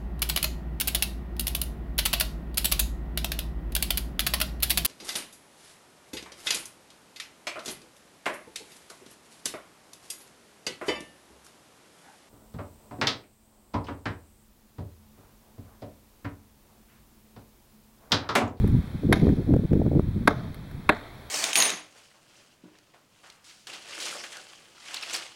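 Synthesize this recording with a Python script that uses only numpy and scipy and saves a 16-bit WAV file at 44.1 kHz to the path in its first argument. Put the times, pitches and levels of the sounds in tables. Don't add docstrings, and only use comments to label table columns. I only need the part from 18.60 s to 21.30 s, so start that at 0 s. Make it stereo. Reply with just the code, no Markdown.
import sys
import numpy as np
from scipy import signal
from scipy.io import wavfile
from scipy.ndimage import uniform_filter1d

SR = 44100
rng = np.random.default_rng(int(sys.argv[2]) if len(sys.argv) > 2 else 0)


def digitize_waveform(pressure):
    field = np.atleast_2d(pressure).T
    bounded = np.clip(field, -1, 1)
    quanta = np.round(bounded * 32767).astype(np.int16)
    wavfile.write(sys.argv[1], SR, quanta)


N = 119070

# freq_hz, level_db
HUSH_TONE = [(30, -15), (100, -4.5), (300, 5), (700, -3.5), (1500, -6), (5000, -4), (16000, -4.5)]
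# freq_hz, correlation
HUSH_LIKENESS = [(60, .6), (200, 1), (700, 0.61), (1500, 0.087), (4000, 0.017), (15000, 0.091)]
# time_s, level_db
HUSH_RIDE = [(0, -38.5), (.3, -41.5), (1.0, -44), (1.9, -44.5), (2.7, -42)]
# freq_hz, level_db
CALM_TONE = [(20, -26), (45, -7.5), (80, 0), (130, 0.5), (200, -4), (300, -14), (500, -34.5), (900, -63.5),
             (2500, -110)]
# freq_hz, gain_db_per_db
GUST_TILT = [(20, -0.4), (120, -0.53), (250, .5), (500, 1), (1000, 1.4356)]
# time_s, level_db
BREEZE_RIDE = [(0, -10.5), (.3, -32), (.6, -20), (1.0, -25.5), (1.4, -25), (1.7, -25), (2.0, -32),
               (2.3, -37), (2.45, -52), (2.7, -41)]
# start_s, length_s, level_db, brightness_db
GUST_CUES = [(-.02, 0.1, -21.5, 14), (0.108, 0.1, -17, -4), (0.346, 0.015, -22.5, -6),
             (0.39, 0.0088, -18.5, 10), (0.431, 0.025, -12, 17.5), (0.481, 0.045, -13.5, 15.5),
             (0.51, 0.097, -16, 17.5), (0.613, .13, -15, 16.5), (0.767, 0.061, -20.5, 24),
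             (0.864, .11, -17, 16), (0.986, 0.072, -18, 12.5), (1.112, 0.059, -12, 17),
             (1.165, 0.12, -13.5, 16.5), (1.311, 0.1, -15, 15.5), (1.421, 0.079, -21.5, 6.5),
             (1.545, 0.1, -26, 14.5), (1.794, 0.014, -32, -6), (2.14, 0.034, -32, -24)]
# freq_hz, level_db
LEE_TONE = [(20, -48), (45, -10.5), (80, -6), (150, -28.5), (300, -32), (600, -33.5), (2000, -96)]
# time_s, level_db
LEE_RIDE = [(0, -33.5), (.3, -42.5), (.5, -37), (.7, -37), (1.2, -45), (2.0, -40.5), (2.7, -42.5)]
# start_s, level_db, pitch_hz
CHIP_CUES = [(0.0761, -32.5, 10900), (.691, -15.5, 1380), (1.944, -34.5, 11600), (2.1126, -39.5, 12400)]
# centre_s, level_db, pitch_hz
BUFFET_CUES = [(0.491, -21, 284), (0.519, -1, 300), (0.67, -0.5, 293), (0.687, -15.5, 380),
               (0.907, -12, 400), (0.939, -5, 370), (0.965, -4.5, 310), (.995, -10.5, 284),
               (1.037, -16, 283), (1.133, -5, 330), (1.218, -6, 410), (1.265, -7.5, 360), (1.317, -8, 384),
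               (1.333, -12, 378), (1.352, -14, 433), (1.379, -12, 288), (1.396, -1, 335)]
# start_s, level_db, crack_s, pitch_hz, body_db, treble_db, hiss_db, slat_db,
# stump_db, knock_delay_s, echo_db, far_echo_db
CHOP_CUES = [(0.526, -2.5, 0.0037, 2270, -7.5, 20, -1, -17, -2.5, 0.0035, -13.5, 4.5),
             (1.6746, -5, 0.0056, 1300, 2.5, 15, -0.5, -3, 7, 0.0050, -13.5, 0),
             (2.2917, -2, 0.005, 2100, 1, 6.5, -33, 1, 0.5, 0.0049, -14.5, 2)]
# freq_hz, level_db
CRACK_TONE = [(120, -20), (220, -1), (400, -14.5), (800, 0.5), (1500, 3), (2500, -5), (4000, -3.5),
              (5200, -1), (6500, 1), (9000, -16), (12500, -16.5), (14500, -12.5)]
# pitch_hz, level_db, t60_s
SLAT_MODES = [(789, -4, 0.046), (950, -3.5, 0.011), (1256, -9.5, .025), (1542, -18, 0.054),
              (1660, 2.5, 0.038), (1927, -27, 0.017), (2100, -11, 0.024), (2610, 6.5, 0.0098)]
# pitch_hz, level_db, t60_s
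HEAD_MODES = [(2165, 0, .07), (3660, -4, .07), (3770, -6, .06), (10400, 4, .03), (11600, 0, .03)]
# pitch_hz, level_db, t60_s
STUMP_MODES = [(239, -4, 0.072), (295, 5, 0.041), (418, 2.5, 0.039), (604.6, 1, 0.035), (720, -8, 0.018)]
# freq_hz, left_over_right_db
CHOP_BALANCE = [(200, -6.5), (700, -4), (1300, -3.5), (2400, -6), (4400, 7), (8000, 5), (15000, 5.5)]
# freq_hz, t60_s
YARD_DECAY = [(250, 0.62), (700, 0.83), (1500, 0.5), (4000, 1), (7000, 0.9), (14000, 0.99)]
# start_s, level_db
OVERLOAD_CUES = [(.938, -28), (0.965, -29), (1.133, -27.5), (1.395, -34)]
# freq_hz, level_db
OVERLOAD_TONE = [(500, 3), (1200, -3.5), (2200, -12), (5000, -23.5), (16000, -23)]
# start_s, level_db
LATE_ECHO_CUES = [(2.349, -46), (2.368, -44.5)]
# freq_hz, gain_db
HOUSING_EQ = [(100, -11.5), (900, 2), (1600, 4), (2200, 3), (2600, -2), (2880, -12), (3150, -1), (3650, 1),
              (4300, -3.5), (4950, -12), (5300, -9.5), (6500, -15.5), (8800, -14), (10300, -11.5),
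              (11500, -13.5), (13500, -13.5), (15500, -19)]

TIME = np.arange(N) / SR


def amp(db):
    return 10 ** (np.asarray(db) / 20)


def unit_rms(x):
    return x / np.sqrt(np.mean(x ** 2) + 1e-20)


def at_hz(points, hz):
    freqs, values = np.transpose(points)
    return np.interp(np.log(hz + 1), np.log(freqs + 1), values)


def ride(points):
    return amp(np.interp(TIME, *np.transpose(points)))


def bell(hz, centre_hz, octaves):
    return np.exp(-(np.log2((hz + 1) / centre_hz) / octaves) ** 2)


def smooth(x, span_s):
    return uniform_filter1d(x, round(span_s * SR))


def add(mix, start_s, sound):
    part = mix[..., round(start_s * SR):][..., :sound.shape[-1]]
    part += sound[..., :part.shape[-1]]


def eq(x, db_of_hz):
    db = db_of_hz(abs(np.fft.fftfreq(4096, 1 / SR)))
    taps = np.fft.ifft(np.exp(np.conj(signal.hilbert(db * np.log(10) / 20)))).real[:2048]
    return signal.oaconvolve(x, taps.reshape((1,) * (x.ndim - 1) + (-1,)), axes=-1)[..., :x.shape[-1]]


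def noise(db_of_hz, likeness=0):
    hz = np.fft.rfftfreq(1024, 1 / SR)[:, None]
    a, b, c, d = rng.standard_normal((N // 128 + 5, 513, 4)).T
    left = a + 1j * b
    right = likeness * left + np.sqrt(1 - likeness ** 2) * (c + 1j * d)
    spectra = np.array([left, right]) * amp(db_of_hz(hz))
    return signal.istft(spectra, nperseg=1024, noverlap=896)[1][:, :N]


def outdoor_hush():
    likeness = np.clip(at_hz(HUSH_LIKENESS, np.fft.rfftfreq(1024, 1 / SR)), 0, 1)[:, None]
    hush = noise(lambda hz: at_hz(HUSH_TONE, hz), likeness)
    return unit_rms(hush) * ride(HUSH_RIDE) * amp(3)


def breeze():
    edge_s, lump_s, lump_db = 0.0039, 0.0092, 3.5
    calm = unit_rms(noise(lambda hz: at_hz(CALM_TONE, hz))[0])
    bright = unit_rms(noise(lambda hz: at_hz(CALM_TONE, hz) + 20 * at_hz(GUST_TILT, hz))[0])
    lumps = unit_rms(smooth(smooth(rng.standard_normal(N), lump_s), lump_s))
    wind = calm * ride(BREEZE_RIDE)
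    for start_s, length_s, level_db, brightness_db in GUST_CUES:
        inside_s = np.minimum(TIME - start_s, start_s + length_s - TIME)
        swell = np.clip(inside_s / edge_s / 2 + .5, 0, 1) ** 2
        blend = np.clip(amp(brightness_db - 18), 0, 1)
        wind += amp(level_db) * swell * (np.sqrt(1 - blend ** 2) * calm + blend * bright)
    return wind * unit_rms(amp(lump_db * lumps))


def lee_rumble():
    return unit_rms(noise(lambda hz: at_hz(LEE_TONE, hz))[0]) * ride(LEE_RIDE)


def chip_ticks():
    decay_s, skirt_db = .004, -9
    out, t = np.zeros((2, N)), np.arange(0, .03, 1 / SR)
    for start_s, level_db, pitch_hz in CHIP_CUES:
        burst = rng.standard_normal((2, len(t))) * np.exp(-t / decay_s)
        tick = eq(burst, lambda hz: skirt_db * (1 - bell(hz, pitch_hz, octaves=0.47)))
        add(out, start_s, amp(level_db - at_hz(HOUSING_EQ, pitch_hz)) * tick)
    return out


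def buffets():
    half_s, width_cycles = 600 / SR, 0.36
    out = np.zeros(N)
    for centre_s, level_db, pitch_hz in BUFFET_CUES:
        cycles = (TIME[:1200] - half_s) * pitch_hz
        thump = np.sin(2 * np.pi * cycles) * np.exp(-(cycles / width_cycles) ** 2)
        add(out, centre_s - half_s, rng.choice([-1, 1]) * amp(level_db + 1.5) * thump)
    return out


def ring(modes, t):
    return sum(amp(db - 60 * t / t60_s) * np.sin(2 * np.pi * hz * rng.uniform(0.988, 1.0068) * t)
               for hz, db, t60_s in modes)


def chop(level_db, crack_s, pitch_hz, body_db, treble_db, hiss_db, slat_db, stump_db, knock_delay_s):
    snaps_per_s, fade_s = 740, 0.0014
    t = np.arange(0, .12, 1 / SR)
    envelope = np.exp(-np.maximum(t - crack_s, 0) / fade_s)
    fibres = rng.standard_normal(len(t)) * envelope
    fibres *= 0.18 + (rng.random(len(t)) < snaps_per_s / SR)
    fibres[0] = .7
    fibres /= np.sqrt(np.mean(fibres[t < crack_s] ** 2))
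    impulse = (t == 0) * np.linalg.norm(fibres)

    def tone(hz):
        return (at_hz(CRACK_TONE, hz) + 4 * bell(hz, pitch_hz, octaves=.2)
                + body_db * bell(hz, 1180, octaves=0.65)
                + hiss_db * bell(hz, 5600, octaves=0.23)
                + treble_db * bell(hz, 10970, octaves=0.21))

    crack, click = eq(np.array([fibres, impulse]), tone)
    slat = amp(slat_db - 30) * signal.oaconvolve(fibres, ring(SLAT_MODES, t))[:len(t)]
    head = amp(treble_db - 34) * ring(HEAD_MODES, t)
    knock = amp(stump_db - 9.5) * ring(STUMP_MODES, np.maximum(t - knock_delay_s, 0))
    return amp(level_db) * np.array([crack + slat + head + knock, click + 0.23 * head + knock])


def hatchet():
    lag_s = 0.0001
    out = np.zeros((2, N))
    for start_s, *blow, echo_db, far_echo_db in CHOP_CUES:
        right, send = np.pad(chop(*blow), ((0, 0), (0, SR // 2)))
        samples = np.arange(len(right))
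        late = np.interp(samples - lag_s * SR, samples, right)
        left = eq(late, lambda hz: at_hz(CHOP_BALANCE, hz))
        echo = amp(echo_db) * yard_echo(send, far_echo_db)[:, :len(right)]
        add(out, start_s, np.array([left, right]) + echo)
    return out


def yard_echo(send, far_db):
    near_t60_s, near_db = 0.034, 3.5
    pile_s, pile_spread_s, pile_db = 0.035, 0.0096, -5.5
    grain_db, dull_hz, dull_db_per_octave = 2.5, 5430, -7
    t = np.arange(SR // 2) / SR
    scatter = rng.standard_normal((2, len(t))) * (t > .004)
    grain = unit_rms(smooth(rng.standard_normal(len(t)), span_s=.002))
    scatter *= amp(grain_db * grain)
    scatter[1] = .5 * scatter[0] + 0.61 * scatter[1]
    band_hz, frame_s, bands = signal.stft(scatter, SR, nperseg=256)
    decay = amp(-60 * frame_s / at_hz(YARD_DECAY, band_hz)[:, None])
    far = signal.istft(bands * decay, SR, nperseg=256)[1][:, :len(t)]
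    near = scatter[::-1] * amp(-60 * t / near_t60_s)
    slap = scatter * np.exp(-((t - pile_s) / pile_spread_s) ** 2)
    response = sum(amp(db) * layer / np.linalg.norm(layer[0])
                   for db, layer in [(far_db, far), (near_db, near), (pile_db, slap)])
    response = eq(response, lambda hz: dull_db_per_octave * np.log2(1 + (hz / dull_hz) ** 4) / 4)
    return signal.fftconvolve(send[None], response, axes=1)


def overload_snaps():
    decay_s = 0.00098
    clicks = np.zeros(N)
    for start_s, level_db in OVERLOAD_CUES:
        burst = rng.standard_normal(400) * np.exp(-TIME[:400] / decay_s)
        add(clicks, start_s, amp(level_db + 20.5) * burst)
    return eq(clicks, lambda hz: at_hz(OVERLOAD_TONE, hz))


def late_echoes():
    decay_s = 0.0067
    out, t = np.zeros((2, N)), np.arange(0, .03, 1 / SR)
    for start_s, level_db in LATE_ECHO_CUES:
        burst = rng.standard_normal(len(t)) * np.exp(-t / decay_s)
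        echo = eq(burst, lambda hz: at_hz(CRACK_TONE, hz))
        add(out, start_s, amp(level_db) * unit_rms(echo))
    return out


def scene():
    overload = .7
    airborne = hatchet() + late_echoes() + chip_ticks() + outdoor_hush()
    windward = np.clip(breeze() + buffets(), -overload, overload)
    wind = np.array([lee_rumble(), windward + overload_snaps()])
    return eq(airborne, lambda hz: at_hz(HOUSING_EQ, hz)) + wind


def record(dry):
    widen, widen_hz, ceiling, top_hz = 0.5, 840, 1.1, 15880
    whine_hz, whine_db, waver_db = 15734, -70, 2.5
    opposite_highs = signal.lfilter(*signal.butter(1, widen_hz, "high", fs=SR), dry[::-1])
    wide = dry - widen * opposite_highs
    limited = wide / (1 + abs(wide / ceiling) ** 4) ** .25
    waver = unit_rms(smooth(rng.standard_normal(N), span_s=.025))
    whine = amp(whine_db + waver_db * waver) * np.sin(2 * np.pi * whine_hz * TIME)
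    top_cut = signal.firwin(511, top_hz, window=("kaiser", 9), fs=SR)
    return signal.oaconvolve(limited + whine, top_cut[None], "same")


dry = scene()
out = record(dry)
digitize_waveform(out)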